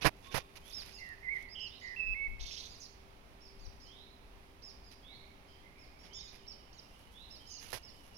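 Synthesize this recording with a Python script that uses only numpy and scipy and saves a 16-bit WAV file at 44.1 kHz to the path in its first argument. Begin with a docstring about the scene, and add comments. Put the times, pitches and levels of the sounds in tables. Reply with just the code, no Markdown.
"""Outdoors among roofs and trees: swallows chirp with both sides of the syrinx at once; one rasps and zips.
A songbird flutes one phrase in settling, burred notes; slurred whistles, mostly far off, and a soft far
warble are gliding sines. Birds get an echo and noise-like scatter.
A far hum wavers, then sinks; filtered noise makes the air.
A finger scuffs, brushes and ticks at the right microphone port; wind puffs catch the left one."""
import sys
import numpy as np
from scipy import signal
from scipy.fft import rfft, irfft
from scipy.io import wavfile
from scipy.ndimage import uniform_filter1d, map_coordinates

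SR = 44100
rng = np.random.default_rng(int(sys.argv[2]) if len(sys.argv) > 2 else 0)


def transcribe(signal):
    """Save signal, clipped to [-1, 1], as a 16-bit WAV file at the path in sys.argv[1]."""
    frames = np.atleast_2d(signal).T
    limited = np.clip(frames, -1, 1)
    pcm = np.round(limited * 32767).astype(np.int16)
    wavfile.write(sys.argv[1], SR, pcm)


N = 360297

# swallow chirps: (time [s], nominal length [s], low voice top [Hz], low voice level [dB],
# high voice level [dB], high voice dip at the crest [dB])
CHIRP_EVENTS = [(0.718, 0.12, 5450, -39, -50, -13), (0.92, 0.1, 5190, -48.5, -50.5, -12.5),
                (1.587, 0.12, 5350, -45, -54.5, -16), (1.794, 0.099, 4980, -56.5, -55, -12.5),
                (2.493, 0.09, 5490, -46.5, -46, -11), (2.679, 0.1, 5000, -53, -55, -11),
                (3.395, 0.11, 5510, -57.5, -62, -18), (3.589, 0.084, 4830, -58.5, -55, -14),
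                (3.796, 0.1, 5300, -56.5, -59, -14), (4.617, .11, 5400, -48.5, -55, -15),
                (4.824, 0.12, 5130, -59.5, -62.5, -16), (5.466, 0.068, 5200, -69, -78, -9),
                (5.775, .1, 5430, -60.5, -69, -11), (5.979, 0.091, 5540, -60, -67, -6),
                (6.126, .1, 5510, -43.5, -49.5, -2), (6.209, .106, 5150, -52, -53.5, -9),
                (6.462, 0.086, 5540, -46, -52, -25), (6.726, 0.079, 4720, -60, -48, -21),
                (7.294, 0.097, 5460, -48.5, -59, -21), (7.454, 0.11, 5310, -51, -56, -6),
                (7.499, 0.11, 5230, -48, -49, -16), (7.819, 0.098, 5395, -50.5, -57, -21),
                (8.139, 0.093, 5520, -52, -56, -17)]
# arch of each voice: (share of nominal length [-], share of top pitch [-], relative level [dB])
LOW_VOICE_ARCH = [(.05, .70, -20), (.11, .86, -5), (.19, .97, 0), (.29, 1, 0), (.52, .95, 0),
                  (.66, .875, 0), (.77, .79, -3), (.84, .69, -22)]
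HIGH_VOICE_ARCH = [(0, .56, -14), (.08, .84, -1), (.18, .98, -2), (.42, 1, 0), (.69, .93, -1),
                   (.83, .81, 3), (.95, .67, 1), (1.03, .58, -13)]
# syllables of the rasp: (time [s], level [dB])
RASP_SYLLABLES = [(2.391, -46), (2.447, -44.5), (2.503, -45), (2.561, -44.5), (2.622, -47.5)]
# the two voices of every syllable: (start [Hz], goal [Hz], relative level [dB])
SYLLABLE_VOICES = [(2304, 4000, -0.5), (4700, 5900, -4.5)]
# hoarse downward zips: (time [s], length [s], level [dB])
ZIP_EVENTS = [(0.691, 0.029, -52.5), (2.795, .044, -50.5), (2.808, .062, -48)]
# songbird phrase: (time [s], length [s], attack [s], onset [Hz], held [Hz], sag [Hz/s],
# level [dB], trill depth [Hz], warble depth [Hz])
SONG_NOTES = [(.985, 0.17, 0.033, 2190, 2124, 2000, -43, 84, -7),
              (1.227, 0.16, 0.062, 2053, 2118, 0, -31.5, 43, 115),
              (1.486, 0.07, .055, 4610, 5080, 0, -43, 130, -10),
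              (1.549, .138, 0.013, 3200, 3050, 1000, -37.5, 163, -3),
              (1.812, .147, 0.034, 2060, 2036, 598, -39.5, 96, -2),
              (1.961, 0.19, 0.036, 2830, 2604, -4, -31.5, 11, 1),
              (2.142, 0.14, 0.035, 2110, 2206, -6.5, -31.5, 4, 2)]
# songbird overtones at full strength: (multiple [-], relative level [dB])
SONG_OVERTONES = [(2, -32), (4, -48), (5, -46)]
# slurred whistles, mostly far off; the one at 7.493 s is the crest of a swallow chirp:
# (time [s], length [s], start [Hz], end [Hz], level before a shared lift [dB])
SLUR_EVENTS = [(0.221, .1, 3400, 3580, -60), (0.251, .064, 1096, 1108, -57),
               (0.608, .16, 2910, 4000, -58.5), (0.952, .051, 2740, 2747, -56),
               (1.68, 0.098, 3070, 4270, -57), (3.833, .21, 2850, 4100, -58.5),
               (5.016, .15, 3050, 4360, -56), (5.465, 0.098, 3116, 3210, -66.5),
               (5.625, .06, 2060, 2120, -61), (5.741, .08, 2240, 2524, -63), (6.089, 0.13, 2860, 3910, -55),
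               (7.127, .13, 3150, 4190, -55.5), (7.493, 0.045, 6150, 6650, -50.5)]
# bouts of distant songbirds: (time [s], length [s], middle pitch [Hz], level [dB])
CHORUS_BOUTS = [(0, 2.8, 2550, -67.5), (5.05, .25, 2280, -61.5), (5.751, .55, 2273, -65.5),
                (6.351, 1.8, 2880, -66), (7.352, .4, 2933, -59.5)]
# finger scuffs pressing on the port: (time [s], length before a short tail [s], start level [dB],
# end level [dB], treble shelf [dB])
SCUFF_EVENTS = [(.047, 0.02, -23, -9.5, -6), (0.066, 0.028, -14.5, -32, -3),
                (0.344, 0.016, -27.5, -27.5, 0), (.355, 0.037, -30.5, -31.5, 2),
                (7.729, 0.017, -32.5, -42, 6), (7.741, 0.051, -37.5, -56, 9.5)]
# spectrum of a scuff: (frequency [Hz], relative level [dB])
SCUFF_SPECTRUM = [(25, 3), (65, 5.5), (110, 7), (220, -6.5), (600, 3), (1400, -2.5), (2300, -2),
                  (3500, -11), (5500, -10.5), (7800, -25), (11000, -12), (13500, -25), (16000, -32)]
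# skin brushing the case: (time [s], length [s], level [dB], top octave shelf [dB])
BRUSH_EVENTS = [(0.009, 0.074, -34.5, -4), (.233, 0.062, -53, -5), (0.301, 0.13, -43, -4),
                (.553, 0.034, -47.5, 3), (0.641, 0.13, -57, 13.5), (0.731, .25, -52.5, 5),
                (1.336, .13, -59.5, 3), (4.906, .047, -56, 4), (6.027, 0.073, -57, 0),
                (6.315, 0.072, -57, 4), (7.585, 0.22, -52.5, 9.5), (8.026, 0.087, -64.5, 13)]
# spectrum of a brush: (frequency [Hz], relative level [dB])
BRUSH_SPECTRUM = [(200, -2), (1200, -7), (2500, 1), (4000, -4), (6000, -6.5), (7800, -26), (11000, -11.5),
                  (13000, -23.5), (16000, -36)]
# ticks of the case under the grip: (time [s], level [dB])
TICK_EVENTS = [(0.862, -45), (1.09, -48), (1.4257, -48.5), (7.6311, -46), (7.7043, -38), (7.7197, -39)]
# spectrum of ticks and grip rustle: (frequency [Hz], relative level [dB])
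TICK_SPECTRUM = [(300, -7), (2500, -1.5), (5500, 3), (7800, -6), (11000, 2), (16000, -15)]
# spells of restless grip: (time [s], length [s], level [dB])
FIDGET_SPELLS = [(0, 1.32, -70), (2.2, 0.8, -72), (6.695, 2.7, -71)]
# wind puffs on the left port: (peak time [s], level [dB])
PUFF_EVENTS = [(2.1, -38.5), (2.3, -35), (2.43, -37), (3.67, -41)]
# spectrum of wind: (frequency [Hz], relative level [dB])
PUFF_SPECTRUM = [(15, -11), (32, 6), (60, -8), (120, -21), (300, -73), (1000, -68)]
# outdoor background: (frequency [Hz], relative left level [dB], relative right level [dB],
# likeness of the sides, limited to +-1 in use [-])
AIR_SPECTRUM = [(25, -2.5, -3.5, 0.71), (57.4, -1.5, -3, 0.9), (135, -13, -14, 0.82),
                (298, -14, -14.5, 0.86), (322, -17, -17.5, 0.55), (500, -20.5, -16, 0.3),
                (870, -20.5, -15.5, 0.012), (1520, -26, -22.5, -0.38), (2320, -32.5, -19, -0.12),
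                (4370, -36, -28, -0.12), (5600, -43, -30.5, 0.047), (7900, -42, -45.5, -0.33),
                (10700, -47, -35.5, 0.46), (13500, -43, -38.5, -1.1), (16000, -43.5, -40.5, 0)]

NEAR_DB, HIGH_TOP_HZ = -41, 6810  # level of a near chirp; crest of the high voice
SYLLABLE_S, SLIDE_S = 0.056, 0.019
RASP_HZ, RASP_SWING_HZ, RASP_ROUGH_HZ = 400, 570, 406  # flutter rate; its depths for a 4 kHz voice
ZIP_FROM_HZ, ZIP_TO_HZ = 6900, 4200
SETTLE_S, ATTACK_DB, WARBLE_HZ = 0.01565, -11.5, 10.3  # pitch settling; start of the note's swell
FLICK_SHARE, FLICK_IN_S, FLICK_OUT_S = 0.11, 0.008, 0.013  # pitch flick up into a note and down out of it
TRILL_SHARE = 0.056  # mean trill rate as a share of the pitch
ECHO_S, EARLY_S = 0.11, 0.05
CHORUS_NOTES_PER_S = 27
GRIP_DB, FIDGET_RAMP_S = -79.5, 0.2
PUFF_RISE_S, PUFF_FALL_S, BREEZE_DB = 0.029, 0.04, -67
HUM_HZ, HUM_DB = 391, -68.5
HUM_FADES_S, HUM_FADE_LENGTH_S, HUM_DROP_DB = 6.6, 0.26, -13
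AIR_DB, TOP_HZ = -57, 15850


def undb(db):
    """Decibels to gain."""
    return 10 ** (np.asarray(db) / 20)


def unit(x):
    """Scale to rms 1."""
    return x / np.sqrt(np.mean(x ** 2))


def clock(length_s):
    """Sample times of a sound of this length."""
    return np.arange(max(int(length_s * SR), 8)) / SR


def read(table, at):
    """Interpolate every column linearly over the first."""
    key, *columns = np.transpose(table)
    return [np.interp(at, key, column) for column in columns]


def across(table, size):
    """Columns of a frequency table on transform bins, linear in log frequency."""
    rows = np.array(table, float)
    log_rows = np.c_[np.log(rows[:, 0]), rows[:, 1:]]
    return read(log_rows, np.log(np.fft.rfftfreq(size, 1 / SR) + 1))


def colour(x, spectrum):
    """Give a sound a spectrum, at rms 1."""
    gain = undb(across(spectrum, len(x))[0])
    return unit(irfft(rfft(x) * gain, len(x)))


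def shelf(x, corner_hz, db):
    """Raise or lower everything above a corner."""
    high = signal.sosfiltfilt(signal.butter(2, corner_hz, "high", fs=SR, output="sos"), x)
    return x + (undb(db) - 1) * high


def wander(t, rate_hz):
    """Smooth random curve of spread near 1."""
    knots = rng.standard_normal(int(t[-1] * rate_hz) + 4)
    return map_coordinates(knots, [t * rate_hz], order=2, mode="nearest")


def turn(hz):
    """Phase of an oscillator that follows a pitch."""
    return 2 * np.pi * np.cumsum(hz) / SR


def gate(t, rise_s, fall_s):
    """Flat envelope with sloped ends."""
    return np.clip(t / rise_s, 0, 1) * np.clip((t[-1] - t) / fall_s, 0, 1)


def add(track, time_s, sound):
    """Lay a sound on a track at a time."""
    start = max(int(time_s * SR), 0)
    track[start:start + len(sound)] += sound[:max(N - start, 0)]


def swallows(waver=0.0058, flutter_db=2.5, distance_share=0.49):
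    """Two independent whistles arch up and fall together; faint chirps send relatively more to the scatter."""
    direct, far = np.zeros((2, N))
    for time_s, length_s, low_hz, low_db, high_db, dip_db in CHIRP_EVENTS:
        t = clock(length_s * 0.96)
        distance_db = distance_share * (NEAR_DB - max(low_db, high_db))
        voices = ((LOW_VOICE_ARCH, low_hz, low_db, 0),
                  (HIGH_VOICE_ARCH, HIGH_TOP_HZ, high_db, dip_db))
        for arch, top_hz, db, crest_db in voices:
            pitch, shape_db = read(arch, t / length_s)
            hz = top_hz * uniform_filter1d(pitch, size=220) * (1 + waver * wander(t, 500))
            crest = np.clip((pitch - 0.82) / 0.13, 0, 1)
            shape_db = shape_db + crest_db * crest + flutter_db * wander(t, 233)
            voice = np.sin(turn(hz)) * undb(db + shape_db) * gate(t, 0.0017, 0.0014)
            add(direct, time_s, voice)
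            add(far, time_s, voice * undb(distance_db))
    return direct, far


def rasp():
    """A swallow scolds in a quick run of two-voiced syllables; single hoarse zips slide downward."""
    out = np.zeros(N)
    for time_s, db in RASP_SYLLABLES:
        for start_hz, goal_hz, voice_db in SYLLABLE_VOICES:
            voice = hoarse(SYLLABLE_S, SLIDE_S, start_hz, goal_hz)
            add(out, time_s, voice * undb(db + voice_db))
    for time_s, length_s, db in ZIP_EVENTS:
        add(out, time_s, hoarse(length_s, length_s, ZIP_FROM_HZ, ZIP_TO_HZ) * undb(db))
    return out


def hoarse(length_s, slide_s, start_hz, goal_hz, grain_db=3.0, patchy_db=1.5, pulse_db=3.0, overtone_db=-25):
    """The pitch slides to its mark while a fast uneven flutter tears the voice into sidebands."""
    t = clock(length_s)
    slide_hz = start_hz + np.clip(t / slide_s, 0, 1) * (goal_hz - start_hz)
    flutter = turn(RASP_HZ * (1 + 0.214 * wander(t, 298)))
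    tear_hz = RASP_SWING_HZ * np.sin(flutter) + RASP_ROUGH_HZ * wander(t, 2196)
    tear_hz *= (4000 / max(start_hz, goal_hz)) ** 1.25  # lower voices are rougher
    phase = turn(slide_hz + tear_hz * np.clip(t / 0.0094, 0, 1))
    voice = np.sin(phase) + undb(overtone_db) * (np.sin(2 * phase) + 0.5 * np.sin(3 * phase))
    swell_db = pulse_db * np.cos(flutter / 2)  # strong and weak cycles alternate
    swell_db += grain_db * wander(t, 1380) + patchy_db * wander(t, 155)
    return voice * undb(swell_db) * gate(t, 0.011, 0.0036)


def songbird(waver=0.0044, flutter_db=2.0, bright_hz=2460):
    """Nearly pure notes swell and settle, with trill and warble; overtones weaken steeply below bright_hz."""
    out = np.zeros(N)
    for time_s, length_s, attack_s, onset_hz, held_hz, sag_hz_per_s, db, trill_hz, warble_hz in SONG_NOTES:
        t = clock(length_s)
        hz = held_hz + (onset_hz - held_hz) * np.exp(-t / SETTLE_S) - sag_hz_per_s * t
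        hz = hz + warble_hz * np.cos(2 * np.pi * WARBLE_HZ * t)
        hz = hz * (1 - FLICK_SHARE * (1 - gate(t, FLICK_IN_S, FLICK_OUT_S)))
        trill = np.sin(turn(TRILL_SHARE * hz * (1 + 0.15 * wander(t, 80))))
        phase = turn(hz * (1 + waver * wander(t, 152.5)) + trill_hz * trill)
        overtones = sum(undb(k_db) * np.sin(round(k) * phase) * (k * hz < SR / 2)
                        for k, k_db in SONG_OVERTONES)
        voice = np.sin(phase) + overtones * np.clip(hz / bright_hz, 0, 1) ** 8
        swell_db = ATTACK_DB * np.clip(1 - t / attack_s, 0, 1) + flutter_db * wander(t, 92)
        add(out, time_s, voice * undb(db + swell_db) * gate(t, 0.003, FLICK_OUT_S))
    return out


def slurred_whistles(waver=0.028, lift_db=2):
    """Wavering sines swell and fade as they slide."""
    out = np.zeros(N)
    for time_s, length_s, start_hz, end_hz, db in SLUR_EVENTS:
        t = clock(length_s)
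        hz = np.linspace(start_hz, end_hz, len(t)) * (1 + waver * wander(t, 399.7))
        envelope = gate(t, 0.29 * length_s, 0.045 * length_s)
        add(out, time_s, np.sin(turn(hz)) * undb(db + lift_db) * envelope)
    return out


def chorus(spread=0.09, glide=0.1007):
    """Bouts of short far gliding notes run together into a soft warble."""
    out = np.zeros(N)
    for start_s, span_s, middle_hz, db in CHORUS_BOUTS:
        draws = rng.random((int(span_s * CHORUS_NOTES_PER_S), 4))
        for k, (when, length, pitch, slide) in enumerate(draws):
            t = clock(0.0296 + 0.0483 * length)
            bend = glide * (2 * slide - 1) * np.linspace(-1, 1, len(t))
            hz = middle_hz * (1 + spread * (2 * pitch - 1) + bend)
            note = np.sin(turn(hz)) * np.hanning(len(t)) * undb(db)
            add(out, start_s + (k + when) / CHORUS_NOTES_PER_S, note)
    return out


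def outdoors(x, far, wet_db, left_db, echo_db, t60_s, late_db, lag_samples=14):
    """Direct sound plus an echo and decaying scatter from roofs and trees; left is shaded, its direct late."""
    t = clock(1)
    sides = []
    for lag in (lag_samples, 0):
        # late scatter is weaker: little returns from beyond the nearest roofs
        decay_db = -60 * t / t60_s + late_db * np.clip(t / EARLY_S - 1, 0, 1)
        scatter = rng.standard_normal(len(t)) * undb(decay_db) * np.clip(t / 0.0066, 0, 1)
        response = scatter * undb(wet_db) / np.linalg.norm(scatter)
        response[int(ECHO_S * SR) - lag] += undb(echo_db)  # the echo reaches the left first
        sides.append(np.pad(x, (lag, 0))[:N] + signal.fftconvolve(far, response)[:N])
    return np.array(sides) * undb([[left_db], [0]])


def friction(t, spectrum, grain_db):
    """Dense slips of uneven size, coloured by the case and the port."""
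    return colour(rng.standard_normal(len(t)) * undb(grain_db * wander(t, 900)), spectrum)


def finger():
    """Friction scuffs and brushes and decaying noise ticks at the right port; the left barely hears them."""
    out = np.zeros(N)
    for time_s, length_s, start_db, end_db, treble_db in SCUFF_EVENTS:
        t = clock(length_s + 0.0035)
        slips = shelf(friction(t, SCUFF_SPECTRUM, grain_db=-2.5), 3000, treble_db)
        level = undb(np.linspace(start_db, end_db, len(t)))
        add(out, time_s, slips * level * gate(t, 0.00017, 0.012))
    for time_s, length_s, db, top_db in BRUSH_EVENTS:
        t = clock(length_s)
        slips = shelf(friction(t, BRUSH_SPECTRUM, grain_db=3.5), 8500, top_db)
        add(out, time_s, slips * undb(db) * gate(t, 0.2 * length_s, 0.36 * length_s))
    for time_s, db in TICK_EVENTS:
        t = clock(0.028)
        tick = colour(rng.standard_normal(len(t)), TICK_SPECTRUM)
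        add(out, time_s, tick * undb(db) * np.exp(-t / 0.0015))
    return out * undb([[-42], [0]])


def grip(uneven_db=3.0, grain_db=5.0):
    """The hand never rests: faint grainy noise rustles on each port, stronger while it fidgets."""
    t = np.arange(N) / SR
    effort = np.full(N, undb(GRIP_DB))
    for time_s, length_s, db in FIDGET_SPELLS:
        edge_s = np.minimum(t - time_s, time_s + length_s - t)
        effort = np.maximum(effort, undb(db) * np.clip(edge_s / FIDGET_RAMP_S, 0, 1))
    grain = undb(grain_db * np.clip(wander(t, 900), -2, 2))
    rustle = unit(rng.standard_normal((2, N)) * grain)
    ports = []
    for side in rustle:
        uneven = undb(uneven_db * np.clip(wander(t, 14), -2, 2))
        ports.append(colour(side, TICK_SPECTRUM) * effort * uneven)
    return np.array(ports) * undb([[-2], [0]])


def wind():
    """Low noise rumbles as a faint breeze on the left port; puffs rise quickly and die away."""
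    t = np.arange(N) / SR
    level = undb(BREEZE_DB)
    for peak_s, db in PUFF_EVENTS:
        fade = np.maximum((peak_s - t) / PUFF_RISE_S, (t - peak_s) / PUFF_FALL_S)
        level = level + undb(db) * np.exp(-fade)
    return np.array([colour(rng.standard_normal(N), PUFF_SPECTRUM) * level, np.zeros(N)])


def machine(waver=0.0045, flutter_db=1.9):
    """A far machine hums on one wavering sine, then sinks away."""
    t = np.arange(N) / SR
    fade = np.clip((t - HUM_FADES_S) / HUM_FADE_LENGTH_S, 0, 1)
    db = HUM_DB + HUM_DROP_DB * fade + flutter_db * wander(t, 6.5)
    return np.sin(turn(HUM_HZ * (1 + waver * wander(t, 12)))) * undb(db)


def background(flicker_db=0.36):
    """Far traffic and air: coloured noise, most alike on both sides in the bass."""
    t = np.arange(N) / SR
    left_db, right_db, likeness = across(AIR_SPECTRUM, N)
    likeness = np.clip(likeness, -1, 1)
    mid, side = rfft(rng.standard_normal((2, N))) * np.sqrt([1 + likeness, 1 - likeness])
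    spectra = np.array([(mid + side) * undb(left_db), (mid - side) * undb(right_db)])
    return unit(irfft(spectra, N)) * undb(AIR_DB + flicker_db * wander(t, 9.9))


def scene():
    """Birds in the open air, the hand on the case and the background."""
    around = background() + machine() + wind() + grip() + finger()
    chirps, song, harsh, soft = swallows(), songbird(), rasp(), slurred_whistles() + chorus()
    birds = outdoors(*chirps, wet_db=-7, left_db=-11, echo_db=-22, t60_s=0.8, late_db=-5)
    birds += outdoors(harsh, harsh, wet_db=-5, left_db=-12, echo_db=-22, t60_s=0.6, late_db=-2)
    birds += outdoors(song, song, wet_db=-9, left_db=-13, echo_db=-16, t60_s=0.8, late_db=-2)
    birds += outdoors(soft, soft, wet_db=2.0, left_db=-13, echo_db=-8.5, t60_s=0.73, late_db=-0.5)
    return birds + around


def record(dry):
    """The recorder cuts the top with a steep low-pass."""
    return signal.sosfilt(signal.ellip(10, 0.2, 70, TOP_HZ, fs=SR, output="sos"), dry)


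dry = scene()
out = record(dry)
transcribe(out)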